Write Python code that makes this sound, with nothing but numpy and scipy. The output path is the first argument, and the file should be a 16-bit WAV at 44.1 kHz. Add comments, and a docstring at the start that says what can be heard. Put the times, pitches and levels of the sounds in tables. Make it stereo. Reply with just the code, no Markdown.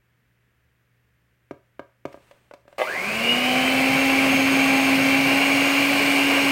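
"""Stick blender in a cup of cream

A small, quiet kitchen with a faint mains hum; a stereo pair close to a plastic cup on a kitchen scale.
A wire whisk is lowered into the creamy liquid, knocking and sliding against the cup. The motor jerks
into motion and runs up: the shaft hums, the gears whine and rattle in the housing, the brushes hiss
and the whisk churns the liquid, whose drag slows the shaft a little as the hand dips deeper."""
import sys
import numpy as np
from scipy import signal
from scipy.fft import rfft, irfft, next_fast_len
from scipy.io import wavfile
from scipy.ndimage import map_coordinates

SR = 44100
rng = np.random.default_rng(int(sys.argv[2]) if len(sys.argv) > 2 else 0)


def wav_out(sig):
    """Save sig, one row per channel (or a flat mono array), as 16-bit PCM at SR to the path in sys.argv[1]."""
    wavfile.write(sys.argv[1], SR, np.round(np.clip(np.atleast_2d(sig).T, -1, 1) * 32767).astype(np.int16))


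N = 287267
TIME = np.arange(N) / SR
START_S = 2.78  # switch-on
FREE_HZ, FULL_HZ = 280.2, 270  # shaft turns a second: whisk held high, full working speed


def amp(db):
    """Decibels to gain."""
    return 10 ** (np.asarray(db) / 20)


def unit(x):
    """Scale to rms 1."""
    return x / np.sqrt(np.mean(x ** 2) + 1e-20)


def along(points, hz):
    """Read (f/Hz, value) points on a log frequency axis."""
    f, values = np.transpose(points)
    return np.interp(np.log(hz + 1), np.log(f + 1), values)


def wobble(rate):
    """A smooth random curve, rate knots a second."""
    return map_coordinates(rng.standard_normal(int(N * rate / SR) + 4), [TIME * rate])


def filtered(x, response):
    """Apply a frequency response to x."""
    size = next_fast_len(N + SR // 4)
    return irfft(rfft(x, size) * response(np.fft.rfftfreq(size, 1 / SR)), size)[..., :N]


def after(s, rise_s=0.0039):
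    """A gate that opens at s seconds."""
    return np.clip((TIME - s) / rise_s, 0, 1)


def add(track, s, sound):
    """Mix a sound into a track at s seconds."""
    part = track[round(s * SR):][:len(sound)]
    part += sound[:len(part)]


def spread(pair, spectrum):
    """Colour two unrelated signals and blend them for the two microphones; the mid has rms 1."""
    # likeness of left and right: f/Hz, correlation/0-1
    likeness = [(60, 0.77), (130, 1), (290, 0.89), (640, 0.92), (1410, 0.57), (3100, 0.85), (6820, 0.4),
                (15000, 0.074)]

    def response(hz):
        angle = np.arccos(np.clip(along(likeness, hz), 0, 1)) / 2
        return amp(along(spectrum, hz)) * np.array([np.cos(angle), np.sin(angle)])

    mid, side = filtered(pair, response)
    return np.array([mid + side, mid - side]) / np.std(mid)


def rush(spectrum):
    """Stereo noise with a spectrum of f/Hz, relative level/dB."""
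    return spread(rng.standard_normal((2, N)), spectrum)


def tone(turns, multiple, rough, flutter_db):
    """One line of the rotating parts, unsteady in phase (rough, radians) and in strength."""
    flutter = amp(flutter_db * wobble(14))
    return np.sqrt(2) * flutter * np.sin(2 * np.pi * multiple * turns + rough * wobble(45))


def ring(modes, t, scatter_db):
    """Damped modes struck softly with random strengths, at rms 1 over the first 15 ms."""
    hz, db, t60 = np.transpose(modes)[:, :, None]
    swing = np.sin(2 * np.pi * hz * t) * (-1) ** np.arange(len(hz))[:, None]
    decay = amp(db + scatter_db * rng.standard_normal(db.shape) - 60 * t / t60)
    attack = 1 - np.exp(-(t / 0.00077) ** 2)
    sound = attack * (decay * swing).sum(0)
    return sound / np.std(sound[t < .015])


def room_tone():
    """Still air all round the microphones and the mains hum of an appliance in the centre."""
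    # room air: f/Hz, relative level/dB
    air = [(20, -32), (40, -23), (68, -6), (95, -19), (170, -16.5), (320, -24), (470, -23.5), (800, -31),
           (1200, -27.5), (1700, -21.5), (2600, -28.5), (4200, -39.5), (9000, -42.5), (15800, -39)]
    mains = np.sin(2 * np.pi * 120 * TIME)
    return amp(-68.5) * rush(air) + amp(-66.5 + 0.72 * wobble(5.3)) * mains


def knocks(hollow_hz=590, hollow_t60=0.11):
    """The whisk hits the cup wall with a tick of its wires; blows on the bottom thud through the scale."""
    # whisk on the cup: t/s, thud/dB, wall/dB, relative tick level/dB, hardness/dB per octave
    blows = [(1.507, -34, -38, -52.5, 2.5), (1.791, -38.5, -35.5, -53, 3.2),
             (2.05, -31.5, -31.5, -45.5, -1.5), (2.124, -68, -61, -53.5, 1.5), (2.14, -47, -43, -62, -1),
             (2.171, -54, -55, -76, -3), (2.308, -77, -49, -54, -10), (2.508, -58, -45.5, -60, 2.5),
             (2.534, -52, -43, -50, -5), (2.65, -64, -68, -80, -2), (2.676, -58, -52, -60, -1),
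             (2.724, -69, -52, -62, 2)]
    # modes of the cup wall: f/Hz, relative level/dB, t60/s
    wall_modes = [(560, -16, .07), (543, 3, 0.032), (675, -1, 0.028), (964, -6, 0.04), (1203, -2.5, 0.018),
                  (1612, -8.5, 0.027), (2220, -10, 0.015), (2900, -14, 0.011)]
    # modes of the scale under the cup: f/Hz, relative level/dB, t60/s
    scale_modes = [(85, -26, 0.2), (142, -14, 0.12), (275, -1.5, 0.044), (395, 4, 0.031)]
    body, ticks, t = np.zeros(N), np.zeros(N), np.arange(SR // 4) / SR
    for s, thud_db, wall_db, tick_db, tilt_db in blows:
        tilted = [(hz, db + tilt_db * np.log2(hz / wall_modes[0][0]), t60) for hz, db, t60 in wall_modes]
        stretch = 1 + 0.041 * rng.standard_normal()  # the ring depends on where the wires land
        thud = ring(scale_modes, t, scatter_db=1)
        wall = ring(tilted, t * stretch, scatter_db=1.5)
        # the hollow note of the filled cup is most exposed after light taps
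        hollow = amp(-28 + 0.4 * wall_db - 60 * t / hollow_t60) * np.sin(2 * np.pi * hollow_hz * t)
        add(body, s + 0.00258, amp(thud_db) * thud + amp(wall_db) * wall + hollow)
        tick_shape = amp(tick_db + 12.5 - 60 * t / 0.024) * (1 - np.exp(-t / 0.0033))
        add(ticks, s + 0.00224, tick_shape * rng.standard_normal(len(t)))
    # colour of the wire ticks: f/Hz, gain/dB
    wires = [(80, -10), (300, -3), (2000, 13.5), (4500, 3.5), (9000, -9.5), (15000, -12)]
    return body + filtered(ticks, lambda hz: amp(along(wires, hz)))


def kitchen(x, delay_s=.005):
    """The short reverberation of nearby walls, different at each microphone."""
    # decay of the room: f/Hz, t60/s
    decay = [(150, 0.11), (600, 0.33), (3000, 0.31), (12000, 0.43)]
    hz, t, noise = signal.stft(rng.standard_normal((2, SR // 2)), SR, nperseg=256)
    tail = signal.istft(noise * amp(-60 * t / along(decay, hz)[:, None]), SR, nperseg=256)[1]
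    delayed = np.pad(x, (round(delay_s * SR), 0))
    return signal.fftconvolve(delayed[None], tail / np.linalg.norm(tail[0]), axes=1)[:, :N]


def scrape(fade_db_per_s=42):
    """The wires slide faintly along the wet wall of the cup; each slide rises, holds and fades."""
    # wires sliding on the cup: t/s, length/s, level/dB
    slides = [(2.06, 0.27, -62), (2.67, 0.12, -67)]
    level = sum(after(s, rise_s=.02) * amp(db - fade_db_per_s * np.maximum(TIME - s - length, 0))
                for s, length, db in slides)
    hiss = rush([(300, 9), (2500, 4), (5000, -8), (7000, -8), (8700, -4), (10000, -13), (15000, -11)])
    return level * amp(1.9 * wobble(63)) * hiss * (1 - after(START_S))


def whisk_depth():
    """The hand dips and lifts the whisk."""
    # whisk in the cream: t/s, depth/0-1
    dips = [(3.8, .75), (4, .65), (4.3, .92), (5.05, 1), (5.4, .47), (5.95, 0), (6.51, .32)]
    return np.interp(TIME, *np.transpose(dips))


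def shaft_speed(kick_share=.458, kick_s=.0965, creep_s=.346, drag_hz=10.3):
    """Turns a second: a quick kick, then a slow creep to a speed that the drag of the cream lowers."""
    t = np.maximum(TIME - START_S, 0)
    run_up = 1 - kick_share * np.exp(-t / kick_s) - (1 - kick_share) * np.exp(-t / creep_s)
    return (FREE_HZ - drag_hz * whisk_depth()) * np.maximum(run_up, 0)


def strain():
    """Torque of the motor: 1 at rest, 0 when it runs free."""
    return np.clip(1 - shaft_speed() / FREE_HZ, 0, 1)


def gear_force(torque_limit=0.07, friction=0.013):
    """Force that the gears pass on: it follows the strain up to the motor's limit."""
    return np.sqrt(np.minimum(strain(), torque_limit) + friction)


def driven(full_db, power, deep_db):
    """Gain that is full_db at full speed, follows a power of the speed and adds deep_db at full depth."""
    return amp(full_db + deep_db * whisk_depth()) * (shaft_speed() / FULL_HZ) ** power


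def jolts():
    """At switch-on the gears slam through their play and ring the housing, too small to radiate bass."""
    # teeth taking up their play: t/s, relative level/dB
    slams = [(2.782, -23), (2.791, -22), (2.799, -17), (2.808, -21), (2.816, -11.5), (2.824, -16.5)]
    # modes of the housing: f/Hz, relative level/dB, t60/s
    housing_modes = [(573, 9, 0.025), (816, -3.5, 0.043), (1176, -2, 0.035), (1658, -11, 0.054),
                     (2041, -5, 0.096), (2590, -16, 0.065), (3040, -12, 0.057), (3530, -22, 0.075)]
    track, t = np.zeros(N), np.arange(SR // 5) / SR
    for s, db in slams:
        crack = 0.24 * amp(-60 * t / .03) * rng.standard_normal(len(t))
        add(track, s, amp(db - 7.5) * (ring(housing_modes, t, scatter_db=2.0) + crack))
    return signal.sosfilt(signal.butter(3, 300, "highpass", fs=SR, output="sos"), track)


def gear_whine(speed, turns):
    """The gear mesh, louder under strain, sweeps up through the resonances of its case."""
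    # mesh tone, its sidebands and its octave: multiple of the shaft speed, relative level/dB
    teeth = [(11.53, -3.5), (12, 0), (12.48, -6), (13, -14), (24, -8)]
    # how well the gear case radiates: f/Hz, gain/dB
    gear_case = [(60, -50), (300, -14), (570, 1), (900, -4.5), (1400, -5.5), (1620, 1), (1850, -8),
                 (2120, 1), (2300, -7), (2500, -3.5), (2680, -7), (2800, 2), (2910, 4.5), (3000, -3),
                 (3130, -6), (3250, -18), (3700, -16), (4200, -28), (6250, -19), (6450, -4.5), (6500, -6.5),
                 (6700, -14)]
    force = amp(-19.5) * speed ** 0.19 * gear_force()
    mesh = sum(amp(db) * tone(turns, multiple, rough=0.57, flutter_db=2.9) for multiple, db in teeth)
    slack = np.clip(1 - speed, 0, .5)  # the teeth throb and chatter while the shaft is still slow
    throb = 1 + slack * np.cos(2 * np.pi * turns)
    chatter = 1 + .35 * slack * wobble(500)
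    return filtered(force * throb * chatter * mesh, lambda hz: amp(along(gear_case, hz)))


def gear_rattle(turns, stall_db=-34):
    """Loose gears rattle in the housing, pulsing with the shaft and driven by speed and strain."""
    # rattle in the housing: f/Hz, relative level/dB
    spectrum = [(1000, -49), (1700, -19), (1890, -8.5), (2260, 2), (2340, 4.5), (2540, -3), (2790, -5.5),
                (3520, -17.5), (3860, -20.5), (4180, -17.5), (5500, -21), (7150, -73), (12100, -120)]
    pulse = unit((1 + 0.051 * np.cos(2 * np.pi * turns)) * amp(0.64 * wobble(180)))
    level = driven(full_db=-23.5, power=4.45, deep_db=0.9) + amp(stall_db) * strain()
    return level * pulse * rush(spectrum)


def commutator(turns, bump_count=120, pattern_count=3):
    """The brushes run over the same bumps every turn; their pattern changes slowly at an even strength."""
    bumps = rng.standard_normal((pattern_count, bump_count))
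    blend = np.array([wobble(2.51) for _ in bumps])
    patterns = np.array([map_coordinates(row, [turns % 1 * bump_count], mode="grid-wrap") for row in bumps])
    return unit((blend * patterns).sum(0) / np.linalg.norm(blend, axis=0))


def brush_hiss(turns, stall_db=-42):
    """The brushes hiss, pulsing with the shaft, and spark as the motor strains from rest."""
    # brushes on the commutator: f/Hz, relative level/dB
    spectrum = [(60, -35), (2650, -9), (4500, -2), (5300, -6.5), (6200, -6.5), (6500, -3.5), (7150, -7.5),
                (8000, -6), (8650, -2.8), (9200, -9.5), (11200, -10), (12200, -10.5), (13100, -9),
                (14500, -11.5), (15800, -11)]
    sheen = np.array([commutator(turns), commutator(turns)])
    pulse = unit((1 + 0.054 * np.cos(2 * np.pi * turns)) * amp(1.1 * wobble(700)))
    level = driven(full_db=-33, power=3.3, deep_db=-0.35) + amp(stall_db) * strain()
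    return level * pulse * spread(0.5 * sheen + rng.standard_normal((2, N)), spectrum)


def churn(bubble_count=2400):
    """The wires whip the cream into a froth of noise and short bubbles."""
    # whipped cream: f/Hz, relative level/dB
    spectrum = [(30, -26), (190, -24), (320, -6.5), (482, -8.5), (535, -3.5), (754, -3), (812, -8),
                (950, -8.5), (1070, -3), (1310, -10), (1570, -3.5), (1900, -12), (2470, -7.5), (4180, -120)]
    when, pitch, size, pan = rng.random((bubble_count, 4)).T[:, :, None]
    t = np.arange(SR // 50) / SR
    cycles = 350 * 5 ** pitch * t * (1 + 6 * t)  # each bubble rises in pitch
    pops = amp(32.0 * size - 60 * cycles / 12) * np.sin(2 * np.pi * cycles)
    onsets = START_S * SR + when * (N - START_S * SR)
    samples = (onsets + t * SR).astype(int).ravel()
    mid_side = (pops, pops * (pan - .5))
    bubbles = np.array([unit(np.bincount(samples, part.ravel(), N)[:N]) for part in mid_side])
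    froth = spread(0.11 * bubbles + rng.standard_normal((2, N)), spectrum)
    return driven(full_db=-27, power=1.57, deep_db=0.23) * amp(0.82 * wobble(30)) * froth


def slosh():
    """The cream sloshes heavily in the cup, louder with the whisk deep."""
    # moving liquid: f/Hz, relative level/dB
    spectrum = [(20, -37), (50, -21), (75, -10.5), (105, -7.5), (135, 0), (180, -3), (250, -0.5),
                (320, -17), (450, -17), (1500, -120)]
    return driven(full_db=-40, power=2.4, deep_db=3.3) * amp(1.84 * wobble(13)) * rush(spectrum)


def motor_whine(turns):
    """Thin motor lines rise and grow with the speed."""
    # motor lines: multiple of the shaft speed, relative level/dB
    lines = [(10, -34), (10.44, -37.5), (11.1, -45), (15, -47.5), (20, -59), (23, -61), (27, -57),
             (36, -66), (47, -55)]
    whine = sum(amp(db) * tone(turns, multiple, rough=0.69, flutter_db=1.6) for multiple, db in lines)
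    return driven(full_db=0.87, power=4.2, deep_db=-1.5) * whine


def shaft_hum(speed, turns):
    """The shaft hums at its turning rate; buzzing overtones grow with speed and gear force."""
    # overtones of the hum: multiple of the shaft speed, relative level/dB
    overtones = [(2, -4), (3, -2.5), (4, -60), (5, -15)]
    hum = driven(full_db=-27, power=7.4, deep_db=5.5) * tone(turns, 1, rough=0.072, flutter_db=0.56)
    buzz = sum(amp(db) * tone(turns, multiple, rough=0.63, flutter_db=2.5) for multiple, db in overtones)
    return hum + amp(-19.5) * speed ** 3.8 * gear_force() * buzz


def blender(lead_s=.00004):
    """All that the shaft drives, heard from close by; it reaches the left microphone slightly earlier."""
    # balance at the microphones: f/Hz, left minus right/dB
    balance = [(50, 4), (110, -2.5), (200, 5.5), (380, 3.5), (700, 0.5), (1290, 2.5), (2380, 0),
               (4400, -6.5), (8120, -1.5), (15000, -1.5)]
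    shaft_hz = shaft_speed()
    speed = shaft_hz / FULL_HZ
    turns = np.cumsum(shaft_hz * (1 + 0.000779 * wobble(12))) / SR
    hum = shaft_hum(speed, turns)
    drive = (motor_whine(turns) + gear_whine(speed, turns) + jolts()) * after(START_S)
    noise = gear_rattle(turns) + brush_hiss(turns) + churn() + slosh()
    sound = (hum + noise) * after(START_S) + drive + amp(-3.5) * kitchen(drive)
    sides = np.array([[.5], [-.5]])
    return filtered(sound, lambda hz: amp(sides * along(balance, hz))
                    * np.exp(2j * np.pi * hz * sides * lead_s))


def scene():
    """Knocks a little left of centre, then the running blender, over the quiet room."""
    cup = knocks()
    return cup * amp([[1.3], [-1.3]]) + amp(-6) * kitchen(cup) + scrape() + blender() + room_tone()


def record(dry, top_hz=15800):
    """The microphone chain passes nothing above its band limit."""
    return filtered(dry, lambda hz: hz < top_hz)


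dry = scene()
out = record(dry)
wav_out(out)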